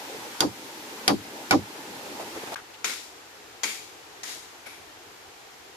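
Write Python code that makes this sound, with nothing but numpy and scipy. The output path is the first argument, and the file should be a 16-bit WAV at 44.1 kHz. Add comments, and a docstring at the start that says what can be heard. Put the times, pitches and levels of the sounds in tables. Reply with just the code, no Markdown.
"""A blade chops a green bamboo stem in a forest: three blows close by, then four heard across a gully. Close: a
crack of noise, the blade's short decaying ring, and dispersive bending waves that return treble first. Far: a
thin crack, then a bright tail of decaying noise, scattered by the grove. Broad shaped noise washes under both
places, with soft bumps, taps, rustles and bits of far knocks as puffs of noise."""
import sys
import numpy as np
from scipy import signal
from scipy.fft import irfft
from scipy.io import wavfile
from scipy.ndimage import uniform_filter1d

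SR = 44100
rng = np.random.default_rng(int(sys.argv[2]) if len(sys.argv) > 2 else 0)


def to_wav(sig):
    """Store sig (one row per channel, or 1-D mono) as 16-bit WAV at the path in sys.argv[1].

    Samples outside -1..1 are clipped; the rate is SR.
    """
    pcm = np.clip(np.atleast_2d(sig), -1, 1) * 32767
    pcm = np.round(pcm).astype(np.int16)
    wavfile.write(sys.argv[1], SR, pcm.T)  # frames by channels


N = 254213
T = np.arange(N) / SR
NEAR_END_S, FAR_START_S = 2.549, 2.5572  # a hush lies between the two places

# close blows: start_s, crack_db, crack_t60_s, stem_wave_db, bite_place (0-1), ring_db, ring_tilt_db_per_octave
NEAR_BLOWS = [(.405, -6, 0.02, -25, .192, -4.5, 1.5), (1.0781, -5.5, 0.024, -22, .212, -0.5, -2.8),
              (1.509, -6, 0.015, -19, 0.8, 2.5, -2)]
# modes of blade and stem: pitch_hz, t60_s, width_hz of the hump each gives the noise, level_db
RING_MODES = [(752, 0.08, 630, -8), (1460, 0.051, 120, 0.5), (1940, 0.074, 350, -11.5),
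              (2297, 0.061, 440, 3.5), (3300, 0.019, 120, 1.5), (3814, 0.03, 590, -4.5),
              (4640, 0.042, 180, 3.5), (5400, 0.015, 270, -2.6), (6770, 0.016, 1100, 2.5),
              (10835, 0.023, 1600, 5)]
# left-right correlation of the noise at each place: frequency_hz, correlation (-1 to 1)
LIKENESS_NEAR = [(60, 0.67), (180, 0.98), (540, 0.83), (1620, -0.19), (4870, 0.043), (14600, 0.016)]
LIKENESS_FAR = [(60, 0.44), (180, 1), (540, 0.36), (1620, 0.012), (4870, -0.0027), (14600, -0.064)]


def gain_of(db):
    """The decibel is logarithmic: 20 dB is a tenfold amplitude."""
    return 10 ** (np.asarray(db) / 20)


def evened(x):
    """Normalization of power: scales to rms 1."""
    return x / np.sqrt(np.mean(x ** 2) + 1e-20)


def read(points, hz):
    """Interpolation of a spectrum along a logarithmic frequency axis."""
    point_hz, value = np.transpose(points)
    return np.interp(np.log(hz + 1), np.log(point_hz + 1), value)


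def left_right(left_db, right_db):
    """Intensity panning: one level for each channel."""
    return np.array([[left_db], [right_db]])


def add(mix, s, sound):
    """Superposition: mixes a stereo sound in at time s."""
    part = mix[:, round(s * SR):][:, :sound.shape[1]]
    part += sound[:, :part.shape[1]]


def noise(size, field_db, likeness, frame):
    """Short-time synthesis of partly correlated stereo noise with levels field_db(Hz, s)."""
    hz = np.fft.rfftfreq(frame, 1 / SR)[:, None]
    t = np.arange(4 * size // frame + 5) * frame / 4 / SR
    a, b, c, d = rng.standard_normal((len(t), len(hz), 4)).T
    same = np.clip(read(likeness, hz), -1, 1)
    left, independent = a + 1j * b, c + 1j * d
    right = same * left + np.sqrt(1 - same ** 2) * independent
    bins = np.array([left, right]) * gain_of(field_db(hz, t))
    return signal.istft(bins, nperseg=frame, noverlap=3 * frame // 4)[1][:, :size]


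def wash(colour, level_db, bass, likeness, patchy_db, pan_db):
    """Filtered random noise: a broad rush, its low end lumpy in patches and varying in level."""
    def field(hz, t):
        patches = rng.standard_normal((len(t), len(hz))).T
        patches = uniform_filter1d(uniform_filter1d(patches, size=14, axis=0), size=8, axis=1)
        bass_db = np.interp(t, *np.transpose(bass)) + patchy_db * evened(patches)
        return read(colour, hz) + bass_db / (1 + (hz / 1200) ** 2)
    return evened(noise(N, field, likeness, frame=1024)) * gain_of(level_db + left_right(pan_db, -pan_db))


def near_wash():
    """Quasi-stationary noise whose level dips at each blow and recovers exponentially."""
    # spectrum of the close wash: frequency_hz, level_db (relative, per Hz)
    colour = [(15, -76), (25, -82), (103, -13.5), (176, -16.5), (278, -4), (488, -7), (673, -11.5),
              (856, -3.5), (1090, -11.5), (1630, -9.5), (4620, -13.5), (7400, -16.5), (8100, -20),
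              (14200, -21.5)]
    # bass of the close wash, before the whole is scaled: time_s, extra_db (fading out above some 1.2 kHz)
    bass = [(0.0, 4), (.5, 1.2), (1.2, 3.5), (2.55, 4)]
    level_db, dip_db, recover_s = -38, 4.5, 0.29
    for s, *_ in NEAR_BLOWS:
        level_db = level_db - dip_db * (T > s) * np.exp(-abs(T - s) / recover_s)
    return wash(colour, level_db, bass, LIKENESS_NEAR, patchy_db=2.4, pan_db=0.22)


def far_wash():
    """Quasi-stationary noise whose level drifts slowly."""
    # spectrum of the far wash: frequency_hz, level_db (relative, per Hz)
    colour = [(15, -60), (53, -21), (103, -3), (191, -19), (280, -4.5), (450, 0), (570, -8), (769, -1),
              (1100, -5.5), (1420, -5), (2370, -7.5), (7400, -13.5), (8100, -19), (14200, -21)]
    # course of the far wash: time_s, level_db
    course = [(2.56, -47), (4.1, -46.5), (5.76, -47.5)]
    level_db = np.interp(T, *np.transpose(course))
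    return wash(colour, level_db, [(0, 0)], LIKENESS_FAR, patchy_db=1.5, pan_db=0.54)


def puffs(rows, likeness, pan_db, narrow_db):
    """Band-limited noise bursts: short puffs around one pitch."""
    out, t = np.zeros((2, N)), np.arange(6000) / SR
    for s, db, pitch_hz, length_s in rows:
        def field(hz, u):
            octaves = abs(np.log2((hz + 1) / pitch_hz))
            return -narrow_db * octaves ** 0.63 + 0 * u
        puff = evened(noise(len(t), field, likeness, frame=512))
        envelope = np.minimum(t / 0.0042, 1) * np.exp(-(t / length_s) ** 3)
        add(out, s, gain_of(db) * puff * envelope)
    return out * gain_of(left_right(pan_db, -pan_db))


def rings_struck(place, level_db, tilt_db):
    """Modal excitation: a mode rings strongly if struck at a crest of its shape, weakly at a node."""
    hz, *_, db = np.transpose(RING_MODES)
    half_waves = np.sqrt(hz / 84.1)  # along the blade; one at 84.1 Hz
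    shape = abs(np.sin(np.pi * place * half_waves)) + .05
    return db + level_db + tilt_db * np.log2(hz / 3000) + 20 * np.log10(shape)


def struck(colour, hz, rings_db, lift_db):
    """Resonance: the common spectrum gains a hump at every mode, as high as the mode was struck hard."""
    humps = 0
    for (mode_hz, _, width_hz, _), db in zip(RING_MODES, rings_db):
        humps = humps + gain_of(db + lift_db) / (1 + (2 * (hz - mode_hz) / width_hz) ** 2)
    return read(colour, hz) + 20 * np.log10(1 + humps)


def crack(colour, rings_db, likeness, envelope, lift_db, ring_db, rise_s, uneven_db):
    """Impulsive excitation: fibres split in an uneven noise burst, and the same blow starts free decays."""
    t = np.arange(6000) / SR

    def field(hz, s):
        return struck(colour, hz, rings_db, lift_db) + 0 * s
    burst = evened(noise(len(t), field, likeness, frame=256))
    roughness = evened(uniform_filter1d(rng.standard_normal(len(t)), size=60))
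    burst = burst * envelope(t) * gain_of(uneven_db * roughness)
    ring = 0
    for (hz, t60, *_), db in zip(RING_MODES, rings_db):
        turn = rng.random((2, 1))  # starting phase per channel, in cycles
        ring = ring + gain_of(db - 60 * t / t60) * np.sin(2 * np.pi * (hz * t + turn))
    return (burst + gain_of(ring_db) * ring) * np.minimum(t / rise_s, 1) ** 2


def far_blows():
    """Multiple scattering: the nearest stems stretch the crack to some 15 ms and the grove adds a tail."""
    # far blows: start_s, crack_db, rise_s, tail_db, late_share (0-1), bite_place (0-1),
    # ring_db, ring_tilt_db_per_octave
    blows = [(2.844, -26, 0.00057, -28.5, 0.2, .796, -.7, -.4),
             (3.633, -23.5, 0.0011, -28, 0.1, .716, -2.1, -2.8),
             (4.231, -35, .003, -36, 0.6, .956, -1.2, -3.6), (4.658, -41, 0.009, -45, 0.34, .67, 5, -3)]
    # spectra of the far crack and of the tail: frequency_hz, level_db (relative, per Hz)
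    crack_colour = [(120, -37), (300, -21), (1000, 0.5), (2300, -0.5), (2700, -9), (3200, -3), (7400, 1),
                    (8100, -9), (14200, -7)]
    tail_colour = [(88, -55), (243, -7), (459, -5.5), (620, -16), (1270, -5.5), (2300, -3.5), (2700, -6.5),
                   (3200, -5.5), (7300, -9.5), (8100, -11), (14200, -17)]
    # decay of the tail: frequency_hz, t60_s
    tail_t60 = [(200, 0.35), (1500, 0.38), (5000, 0.62), (12000, 0.59)]
    out, t = np.zeros((2, N)), np.arange(30000) / SR
    for s, db, rise_s, tail_db, late, *bite in blows:
        rings_db = rings_struck(*bite)

        def stretched(u):
            return (1 + 0.72 * np.exp(-u / 0.0017)) * np.exp(-((u - rise_s) / 0.015) ** 4)

        def tail_field(hz, u):
            return struck(tail_colour, hz, rings_db, 3.2) - 60 * u / read(tail_t60, hz)
        direct = crack(crack_colour, rings_db, LIKENESS_FAR, stretched,
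                       lift_db=22.0, ring_db=-4, rise_s=rise_s, uneven_db=0.75)
        add(out, s, gain_of(db + left_right(2.2, -2.2)) * direct)
        tail = noise(len(t), tail_field, LIKENESS_FAR, frame=512)
        tail = tail / np.std(tail[:, :2000])
        late = np.clip(late, 0, 1)
        early_part = (1 - late) * np.minimum(t / 0.0025, 1)
        late_part = 2.9 * late / (1 + np.exp(-(t - .045) / 0.016))  # a farther slope answers
        # single stems answer unevenly
        stems_db = 0.69 * evened(uniform_filter1d(rng.standard_normal(len(t)), size=200))
        add(out, s, gain_of(tail_db + stems_db + left_right(2.1, -2.1)) * (early_part + late_part) * tail)
    return out


def stem_wave(count=70, stiff_hz=90.76, spread_s=0.00082, apart=0.37):
    """Dispersion: bending waves return from nodes and branches, treble first, as speed grows as sqrt(Hz)."""
    # spectrum of the stem wave: frequency_hz, level_db (relative, per Hz)
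    colour = [(18, -74), (30, -52), (112, -8.5), (160, -16.5), (199, -5.5), (238, -17.5), (290, 0),
              (424, -10.5), (478, -7.5), (698, -15.5), (771, -6), (922, -12.5), (1150, -11), (1580, -22),
              (3500, -27), (4550, -76), (7700, -120)]
    first_s, build_s, hold_s, fall_db_per_s, last_s = 0.0074, 0.029, 0.053, 385, .12
    hz = np.fft.rfftfreq(16384, 1 / SR)
    draw = rng.random((count, 5))
    travel_s = last_s * (np.arange(count) + draw[:, 0]) / count  # at 300 Hz
    # the first waves die at once; echoes build up, hold, then fall away
    echoes = np.minimum(travel_s / build_s, 1) * gain_of(-fall_db_per_s * np.maximum(travel_s - hold_s, 0))
    size = (np.exp(-travel_s / first_s) + echoes) * np.sign(draw[:, 1] - .5)
    # the rooted foot keeps the lowest waves from lagging far
    bend = np.sqrt((300 + stiff_hz) * (hz + stiff_hz))
    out = []
    # each return leaves the stem at another height and angle
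    for skew, side in ((draw[:, 2], 1), (draw[:, 3], -1)):
        phase = 4 * np.pi * travel_s[:, None] * bend + 2 * np.pi * hz * spread_s * skew[:, None]
        share = 1 + side * apart * (4 * draw[:, 4] - 2)
        returns = (size * share) @ np.exp(-1j * phase)
        out.append(irfft(gain_of(read(colour, hz)) * returns)[:12000])
    out = np.array(out)
    return out / np.sqrt(np.mean(out[:, :3000] ** 2))


def hollow(note_hz=282.3, glide=3.3):
    """Cavity resonance: the hollow section booms as slow waves arrive, each note sagging in pitch."""
    # arrivals at the hollow section: delay_s, level_db, length_s
    arrivals = [(.038, -1.5, 0.022), (.059, -6, 0.014), (.083, -15, .014)]
    out = np.zeros((2, 6000))
    for s, db, length_s in arrivals:
        t = np.arange(round(length_s * SR)) / SR
        turn, offset = rng.random(2)
        turns = turn + 0.062 * np.array([[0], [offset]])  # the right channel leads slightly in phase
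        cycles = note_hz * t * (1 - glide * (t - length_s))
        note = np.sin(2 * np.pi * (cycles + turns))
        add(out, s, gain_of(db) * note * signal.windows.tukey(len(t), .6))
    return out


def near_blows():
    """Impact: a crack, stem wave, hollow note, low push through the ground, splinter hiss and close echoes."""
    # spectrum of the close crack: frequency_hz, level_db (relative, per Hz)
    colour = [(350, -40), (700, -11), (2000, -4.5), (5000, 5), (8000, -6.5), (12000, -9), (15000, -9)]
    hollow_db, thud_db = 2.2, -6  # against the stem wave
    spray_db = -19.5  # against the crack
    out, t = np.zeros((2, N)), np.arange(9000) / SR
    push = (t / 0.0043) * (1 - t / 0.014) * np.exp(-t / 0.0038)
    for s, db, t60, wave_db, *bite in NEAR_BLOWS:
        rings_db = rings_struck(*bite)

        def decay(u):
            return gain_of(-60 * u / t60)

        def spray_field(hz, u):
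            return struck(colour, hz, rings_db, 9.4) - 60 * u / 0.19
        direct = crack(colour, rings_db, LIKENESS_NEAR, decay,
                       lift_db=3.7, ring_db=-9, rise_s=0.0012, uneven_db=0.61)
        add(out, s, gain_of(db) * direct)
        add(out, s, gain_of(wave_db) * stem_wave())
        add(out, s, gain_of(wave_db + hollow_db) * hollow())
        add(out, s, gain_of(wave_db + thud_db + left_right(-4, 2.)) * push)
        spray = noise(len(t), spray_field, LIKENESS_NEAR, frame=256)
        spray = spray / np.std(spray[:, :500]) * np.minimum(t / 0.001, 1)
        add(out, s, gain_of(db + spray_db) * spray)
    return out


def scene():
    """Superposition of sources: the close place fades out quickly, then the far one fades in."""
    # soft bumps, taps and rustles: start_s, level_db, pitch_hz, length_s; rows before the hush sound in the
    # close place, the rest in the far place; the rows at 2.555 and 2.574 s are the fading end of an earlier far
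    # knock, and the row at 4.661 s is the low body of the far blow at 4.658 s
    bumps = [(0.13, -40, 430, 0.043), (.97, -46, 1100, 0.036), (1.887, -47, 299, 0.014),
             (2.053, -41.5, 497, 0.043), (2.196, -35.5, 630, 0.041), (2.352, -37, 433, 0.042),
             (2.430, -33.5, 332, 0.012), (2.469, -37, 650, 0.019), (2.518, -32.5, 616, 0.029),
             (2.539, -33, 3620, 0.01), (2.555, -32.5, 1450, 0.018), (2.574, -42, 1500, 0.036),
             (2.697, -46, 450, 0.014), (2.736, -46, 3060, 0.022), (3.697, -44, 4200, .008),
             (4.288, -49, 4500, .02), (4.661, -45.5, 596, 0.028), (4.72, -53, 900, 0.026)]
    here = [bump for bump in bumps if bump[0] < NEAR_END_S]
    there = [bump for bump in bumps if bump[0] > NEAR_END_S]
    near = near_wash() + puffs(here, LIKENESS_NEAR, pan_db=.1, narrow_db=13.0) + near_blows()
    far = far_wash() + puffs(there, LIKENESS_FAR, pan_db=2.2, narrow_db=17) + far_blows()
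    fade_s, hush = .0015, gain_of(-16)
    near_gain = np.clip((NEAR_END_S - T) / fade_s, 0, 1)
    # through the hush the far place is already faintly there
    floor = hush * (T > NEAR_END_S - fade_s)
    far_gain = np.clip((T - FAR_START_S) / fade_s, floor, 1)
    return near * near_gain + far * far_gain


def record(dry):
    """Soft saturation rounds the loudest cracks; a linear-phase low-pass then limits the band."""
    full, edge_hz = 1.1, 14500
    lowpass = signal.firwin(511, edge_hz, window=("kaiser", 9), fs=SR)
    return signal.oaconvolve(full * np.tanh(dry / full), lowpass[None], "same")


dry = scene()
out = record(dry)
to_wav(out)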